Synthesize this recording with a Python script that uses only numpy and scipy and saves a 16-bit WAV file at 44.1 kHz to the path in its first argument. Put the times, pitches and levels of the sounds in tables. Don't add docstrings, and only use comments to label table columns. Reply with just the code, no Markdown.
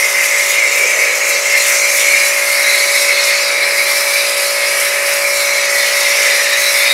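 import sys
import numpy as np
from scipy import signal
from scipy.fft import rfft, irfft
from scipy.io import wavfile
from scipy.ndimage import uniform_filter1d, map_coordinates

SR = 44100
rng = np.random.default_rng(int(sys.argv[2]) if len(sys.argv) > 2 else 0)


def volts_from_db(level):
    exponent = np.asarray(level, float) / 20
    return 10 ** exponent


def transcribe(u):
    v = np.clip(np.atleast_2d(u).T, -1, 1)
    q = np.round(v * 32767).astype(np.int16)
    wavfile.write(sys.argv[1], SR, q)


N = 305613
HOP, SIZE = 128, 512

# t/s, splash level/dB, mist level/dB, splash centre f/Hz
SPRAY_PATH = [(0, -20.5, -23, 5800), (.6, -21.5, -29.5, 6250), (1.4, -20.5, -28.5, 6230),
              (1.7, -19, -26, 6260), (2.1, -19, -23, 6200), (2.5, -22, -23, 5370), (2.75, -20, -21, 5900),
              (3.3, -20, -26.5, 5370), (3.67, -22.5, -26.5, 5100), (4.2, -21.5, -23.5, 5170),
              (4.7, -22.5, -24, 5000), (5.15, -23.5, -24.5, 5470), (5.62, -21, -26, 5800),
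              (5.85, -20.5, -24.5, 5300), (6.2, -17.5, -21.5, 5400), (6.55, -21, -25.5, 5500),
              (6.93, -21, -23.5, 5000)]
# t/s, swell level/dB, half length/s
MIST_GLINTS = [(.04, 0, 0.074), (.25, 5, 0.036), (.4, 1.5, .04), (.5, 6, 0.061), (.79, 5.5, 0.057),
               (.91, 4, 0.022), (1.01, 3, 0.045), (1.16, 3, 0.016), (1.3, 5, 0.039), (1.58, 5.5, 0.01),
               (1.69, 6, 0.091), (1.97, 4.5, .08), (2.26, 3, 0.032), (2.52, 2, .05), (3.03, 4.5, .06),
               (3.28, 4.5, 0.041), (3.42, 0.5, .05), (3.76, 2, .04), (3.97, 3.5, 0.18), (4.45, 1.5, 0.086),
               (4.8, 3, 0.12), (5.12, 2.5, 0.064), (5.4, 3, .11), (5.76, 2.5, .05), (6.0, 2, 0.036),
               (6.62, 4.5, 0.038), (6.77, 5, 0.082), (6.93, 1, .03)]


def unit(x):
    return x / np.sqrt(np.mean(np.abs(x) ** 2) + 1e-20)


def along(points, hz):
    f, v = np.transpose(points)
    return np.interp(np.log(hz + 1), np.log(f + 1), v, -120, -120)


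def curves(rows, step=1):
    s, *cols = np.transpose(rows)
    now = np.arange(0, N + SIZE, step) / SR
    return [np.interp(now, s, c)[:N] for c in cols]


def swells(rows, step=1):
    coarse = np.arange(0, N + SIZE, 64) / SR
    total = sum(db * np.exp(-((coarse - s) / half_s) ** 2) for s, db, half_s in rows)
    return np.interp(np.arange(0, N + SIZE, step) / SR, coarse, total)[:N]


def wobble(rate):
    coarse = np.arange(0, N + 32, 32)
    knots = rng.standard_normal(int(N * rate / SR) + 4)
    return np.interp(np.arange(N), coarse, map_coordinates(knots, [coarse * rate / SR]))


def shaped(x, gain, patchy_db, patch_hz, patch_s):
    hz, t, z = signal.stft(x, SR, nperseg=SIZE, noverlap=SIZE - HOP)
    patches = rng.standard_normal(z.shape)
    for _ in range(2):
        patches = uniform_filter1d(patches, 1 + int(patch_hz * SIZE / SR), axis=0)
        patches = uniform_filter1d(patches, 1 + int(patch_s * SR / HOP), axis=1)
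    z = z * gain(hz[:, None], len(t)) * volts_from_db(patchy_db * unit(patches))
    return unit(signal.istft(z, SR, nperseg=SIZE, noverlap=SIZE - HOP)[1][:N])


def noise_through(points, **patching):
    return shaped(rng.standard_normal(N), lambda hz, n: volts_from_db(along(points, hz)), **patching)


def resonance(centre, width_hz, skirt):
    return lambda hz, n: (1 + (2 * (hz - centre[:n]) / width_hz) ** 2) ** -skirt


def echoed(x, rate, level_db, drift_ms):
    # delay/ms, level/dB
    bounces = [(1.2, -10.5), (1.6, -9), (2.3, -10), (3.1, -5.5), (3.9, -10.5), (4.8, -12), (5.7, -9),
               (7.5, -7)]
    now = np.arange(N)
    total, power = x, 1
    for ms, db in bounces:
        gain = volts_from_db(db + level_db) * wobble(rate)
        delay = (ms + drift_ms * wobble(3)) * SR / 1000
        total = total + gain * map_coordinates(x, [now - delay], order=1, mode="wrap")
        power = power + gain ** 2
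    return unit(total / np.sqrt(power))


def lance():
    # t/s, roar level/dB (nearness), chamber f/Hz,
    # upper resonance level/dB (side-on gain), upper f/Hz
    carried = [(0, -15, 2120, -17, 3750), (.35, -15, 2134, -13, 3700), (.65, -15, 2270, -12, 3730),
               (1.0, -14, 2240, -14.5, 3980), (1.3, -14, 2200, -18.5, 4050),
               (1.7, -15.5, 2220, -11.5, 4050), (2.1, -15, 2210, -13.5, 4100),
               (2.65, -14.5, 2103, -8, 4120), (3.0, -16, 2190, -5.5, 3920), (3.7, -15.5, 2154, -8, 4130),
               (4.05, -18, 2240, -6, 3870), (4.5, -18.5, 2230, -5, 4100), (4.85, -16, 2110, -12.5, 3970),
               (5.2, -18, 2270, -7, 3960), (5.75, -15.5, 2130, -6, 3980), (6.15, -15, 2180, -8.5, 3830),
               (6.5, -13.5, 2060, -9.5, 3940), (6.93, -14.5, 2210, -3.5, 3720)]
    # t/s, swell level/dB, half length/s
    gulps = [(.13, -2.5, .04), (.21, 3.5, .05), (.6, 3, 0.07), (.79, 4, 0.012), (1.05, 3.5, 0.054),
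             (1.185, -4, 0.04), (1.42, -7, 0.022), (1.56, 5.5, 0.026), (2.14, 4, 0.025), (2.24, 1.5, .03),
             (2.7, 2, 0.066), (2.97, 3, .015), (3.11, 5, 0.027), (3.2, 5.5, 0.036), (3.32, 4, .03),
             (3.8, 2.5, 0.022), (4.19, 4.5, 0.06), (4.32, -1, 0.037), (5.31, -3, 0.022), (6.32, 3, 0.07),
             (6.43, -2, 0.018), (6.66, 1.5, 0.023), (6.87, 3, .03)]
    # t/s, upper swell level/dB, half length/s
    twists = [(.48, 3, .05), (1.33, 9.5, .05), (1.43, -1, .04), (1.61, 9, .04), (1.92, 4.5, .05),
              (2.16, 4, .04), (2.3, 2.5, 0.037), (2.39, -7, 0.083), (2.99, 1, .03), (3.19, 4.5, .08),
              (3.63, 3.5, .02), (3.71, 1, .03), (4.15, 2, .1), (4.52, -4, .03), (4.76, -6, 0.045),
              (5.6, 1, .1), (5.73, -4, 0.039), (5.82, 3, .05)]
    near_db, _, flank_db, _ = curves(carried)
    _, low_hz, _, high_hz = curves(carried, step=HOP)

    body = resonance(low_hz, width_hz=820, skirt=1.6)
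    ridge = resonance(low_hz, width_hz=260, skirt=1.28)
    low = shaped(rng.standard_normal(N), lambda hz, n: body(hz, n) + .5 * ridge(hz, n),
                 patchy_db=0.94, patch_hz=150, patch_s=0.091)
    low = echoed(low, rate=5.5, level_db=-3, drift_ms=0.094)

    broad = resonance(high_hz, width_hz=930, skirt=1.23)
    core = resonance(high_hz, width_hz=530, skirt=0.53)

    def upper(hz, n):
        low_cut = 1 + (3550 / (hz + 1)) ** 12
        return (broad(hz, n) + 0.67 * core(hz, n)) / low_cut

    high = shaped(rng.standard_normal(N), upper, patchy_db=2.5, patch_hz=200, patch_s=0.07)
    high = echoed(high, rate=6, level_db=0.0, drift_ms=0.087)

    low_db = near_db + swells(gulps) + 0.38 * wobble(14)
    high_db = near_db + flank_db + swells(twists) + 1.04 * wobble(12)
    return volts_from_db(low_db - 0.5) * low + volts_from_db(high_db - 1.0) * high


def droplets(share, size_db):
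    sizes = volts_from_db(size_db * np.minimum(rng.exponential(size=N), 3)) * (rng.random(N) < .03)
    drops = unit(sizes * rng.standard_normal(N))
    return np.sqrt(1 - share) * rng.standard_normal(N) + np.sqrt(share) * drops


def misty(hz, n):
    # f/Hz, level/dB
    mist_colour = [(5500, -14), (7500, -6.5), (8800, -1), (10400, 0), (12000, -3), (14000, -9.5),
                   (15800, -15)]
    # t/s, finest hiss level/dB, half length/s
    shades = [
        (3.6, -4, .2),
        (4.35, -4, .15),
        (4.7, -4.5, .15),
        (5.0, -5, .05),
        (5.63, -3.5, .1),
        (6.35, -2.5, .12),
        (2.95, -3, .3),
    ]
    mist_db = curves(SPRAY_PATH, step=HOP)[1]
    facing_db = -.3 * (mist_db + 23) - .6
    facing_db = facing_db + 0.25 * swells(MIST_GLINTS, step=HOP) + swells(shades, step=HOP)
    finest = np.clip((hz - 11000) / 3000, 0, 1.15)
    return volts_from_db(along(mist_colour, hz) + finest * facing_db[:n])


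def spray():
    # f/Hz, level/dB
    splash_colour = [(2400, -24), (3500, -15), (4400, -1.5), (5200, 0), (6500, -1.5), (7800, 2),
                     (9000, -2.5), (11000, -10)]
    # f/Hz, level/dB
    panel_colour = [(2200, -6), (2700, 3.5), (3100, -2), (3500, -3), (4000, -7)]
    # t/s, swell level/dB, half length/s
    panel_hits = [(.35, 5.5, .07), (.92, 4.5, .05), (.99, -6, 0.043), (1.5, 2, .06), (1.66, 5, .04),
                  (2.01, 7, .025), (2.31, 4, .06), (3.03, 3, .05), (4.3, -3, 0.46), (4.8, 5.5, 0.14),
                  (.12, 3, 0.19), (6.7, 2.5, .06), (6.2, 2.5, .45)]
    splash_db, mist_db, _ = curves(SPRAY_PATH)
    centre_hz = curves(SPRAY_PATH, step=HOP)[-1]
    glint_db = swells(MIST_GLINTS)
    flutter = 0.22 * wobble(25) + 0.76 * wobble(90)

    wide = resonance(centre_hz, width_hz=2540, skirt=0.68)
    tight = resonance(centre_hz, width_hz=900, skirt=0.68)

    def aimed(hz, n):
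        return volts_from_db(along(splash_colour, hz)) * (wide(hz, n) + 0.19 * tight(hz, n))

    splash = shaped(droplets(share=.06, size_db=3.0), aimed, patchy_db=1.56, patch_hz=400, patch_s=0.036)
    splash = echoed(splash, rate=13, level_db=-1.5, drift_ms=0.157)
    splash_db = splash_db + 0.37 * glint_db + 0.34 * wobble(11)

    mist = shaped(droplets(share=0.13, size_db=5.5), misty, patchy_db=0.0, patch_hz=900, patch_s=0.061)
    mist = echoed(mist, rate=12, level_db=-15, drift_ms=0.119)
    mist_db = mist_db + glint_db + 0.34 * wobble(13)

    panel = noise_through(panel_colour, patchy_db=1.6, patch_hz=300, patch_s=0.033)
    panel_db = -28.5 + swells(panel_hits) + 1.9 * wobble(8)

    wet = volts_from_db(splash_db + 0.26 + 0.71 * flutter) * splash + volts_from_db(mist_db + .9 + flutter) * mist
    return wet + volts_from_db(panel_db) * panel


def pump():
    # order [multiple of shaft speed], level/dB
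    orders = [(1, -83), (2, -82), (3, -28.5), (4, -47), (5, -33.5), (6, -22), (7, -15.5), (8, -25),
              (9, -13), (10, 1.5), (11, -8), (12, -18.5), (13, -17.5), (14, -19.5), (15, -14), (16, -18),
              (17, -15.5), (18, -11), (19, -17), (20, -12), (21, -18.5), (22, -9), (23, -11), (24, -22),
              (25, -13.5), (26, -21.5), (27, -14.5), (28, -19.5), (29, -13.5), (30, -8)]
    # t/s, tenth order level/dB
    pump_path = [(0, -30), (1.0, -29.5), (1.7, -26.5), (2.1, -27), (2.9, -25.5), (3.8, -27.5), (4.46, -25),
                 (4.8, -26.5), (5.2, -24), (5.9, -25.5), (6.18, -24.5), (6.5, -26.5), (6.93, -27)]
    # f/Hz, rms level/dB
    mains = [(120, -84), (240, -66), (360, -56.5)]
    # f/Hz, level/dB
    housing_colour = [(150, -51), (250, -40), (350, -15), (430, -9.5), (500, 4), (570, -2.5), (700, -10.5),
                      (1000, -37)]
    # f/Hz, level/dB
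    bay_colour = [(100, -66), (300, -21), (600, -6.5), (900, -4.5), (1300, 0), (1600, -1), (2000, 6.5),
                  (2600, -8.5)]
    # t/s, swell level/dB, half length/s
    rattles = [
        (.9, 6.5, .4),
        (1.45, 3, .2),
        (1.9, 3, .12),
        (2.5, -5.5, 0.27),
        (2.9, 3, 0.13),
        (5.7, 1.5, 0.27),
        (6.18, 3, 0.17),
    ]
    # t/s, swell level/dB, half length/s
    booms = [
        (1.7, 4.5, .06),
        (3.2, 3, .06),
        (4.03, 3, .1),
        (4.8, 3, 0.11),
        (5.13, 4, .08),
        (5.7, 1.5, 0.24),
        (6.18, 2.5, 0.22),
        (.9, -1, .4),
    ]
    shaft_hz = 56.71
    now = np.arange(N) / SR
    tone_db, = curves(pump_path)
    angle = 2 * np.pi * shaft_hz * now + 0.022 * wobble(4)
    hum = np.zeros(N)
    for k, db in orders:
        follow = np.exp(-(k - 10) ** 2)
        level_db = db + follow * (tone_db + 27.5) + 0.45 * wobble(2.84)
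        hum += volts_from_db(level_db - 24.5) * np.sin(k * angle + rng.uniform(0, 2 * np.pi))
    for hz, db in mains:
        hum += volts_from_db(db + 1.5) * np.sin(2 * np.pi * hz * now)

    housing = noise_through(housing_colour, patchy_db=1.3, patch_hz=150, patch_s=0.52)
    housing_db = -37 + swells(rattles) + 1.8 * wobble(6)
    bay = noise_through(bay_colour, patchy_db=2.0, patch_hz=250, patch_s=0.046)
    path_swing_db = tone_db - tone_db.mean()
    bay_db = -27 + 0.23 * path_swing_db + swells(booms) + 0.93 * wobble(5.6)
    return hum + volts_from_db(housing_db) * housing + volts_from_db(bay_db) * bay


def side_flecks():
    # t/s, low edge f/Hz, high edge f/Hz, level/dB
    flecks = [
        (2.12, 6250, 9000, -22),
        (2.306, 6250, 7500, -26),
        (2.795, 4600, 5750, -27),
        (3.42, 5130, 6900, -26),
        (4.35, 13000, 15800, -39),
        (5.859, 13400, 15200, -44),
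        (6.765, 9700, 13100, -22),
    ]
    side = np.zeros(N + 2048)
    fade = signal.windows.tukey(1500, .7)
    size = len(fade)
    hz = np.fft.rfftfreq(size, 1 / SR)
    for s, low_hz, high_hz, db in flecks:
        inside = (hz > low_hz) * (hz < high_hz)
        band = irfft(rfft(rng.standard_normal(size)) * inside, size)
        start = round(s * SR) - size // 2
        side[start:start + size] += volts_from_db(db) * fade * unit(band)
    return side[:N] * [[1], [-1]]


def scene():
    return np.tile(lance() + spray() + pump(), (2, 1))


def band_limit(x):
    return signal.sosfilt(signal.butter(12, 15830, fs=SR, output="sos"), x)


def record(dry):
    ceiling, knee = .87, 7
    hz = np.fft.rfftfreq(N, 1 / SR)
    bass_cut = 1 / np.sqrt(1 + (130 / (hz + 1)) ** 6)
    x = irfft(rfft(dry) * bass_cut, N)
    x = x / (1 + np.abs(x / ceiling) ** knee) ** (1 / knee)
    x = irfft(rfft(x + side_flecks()) * (hz < 15800), N)
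    return band_limit(x)


dry = scene()
out = record(dry)
transcribe(out)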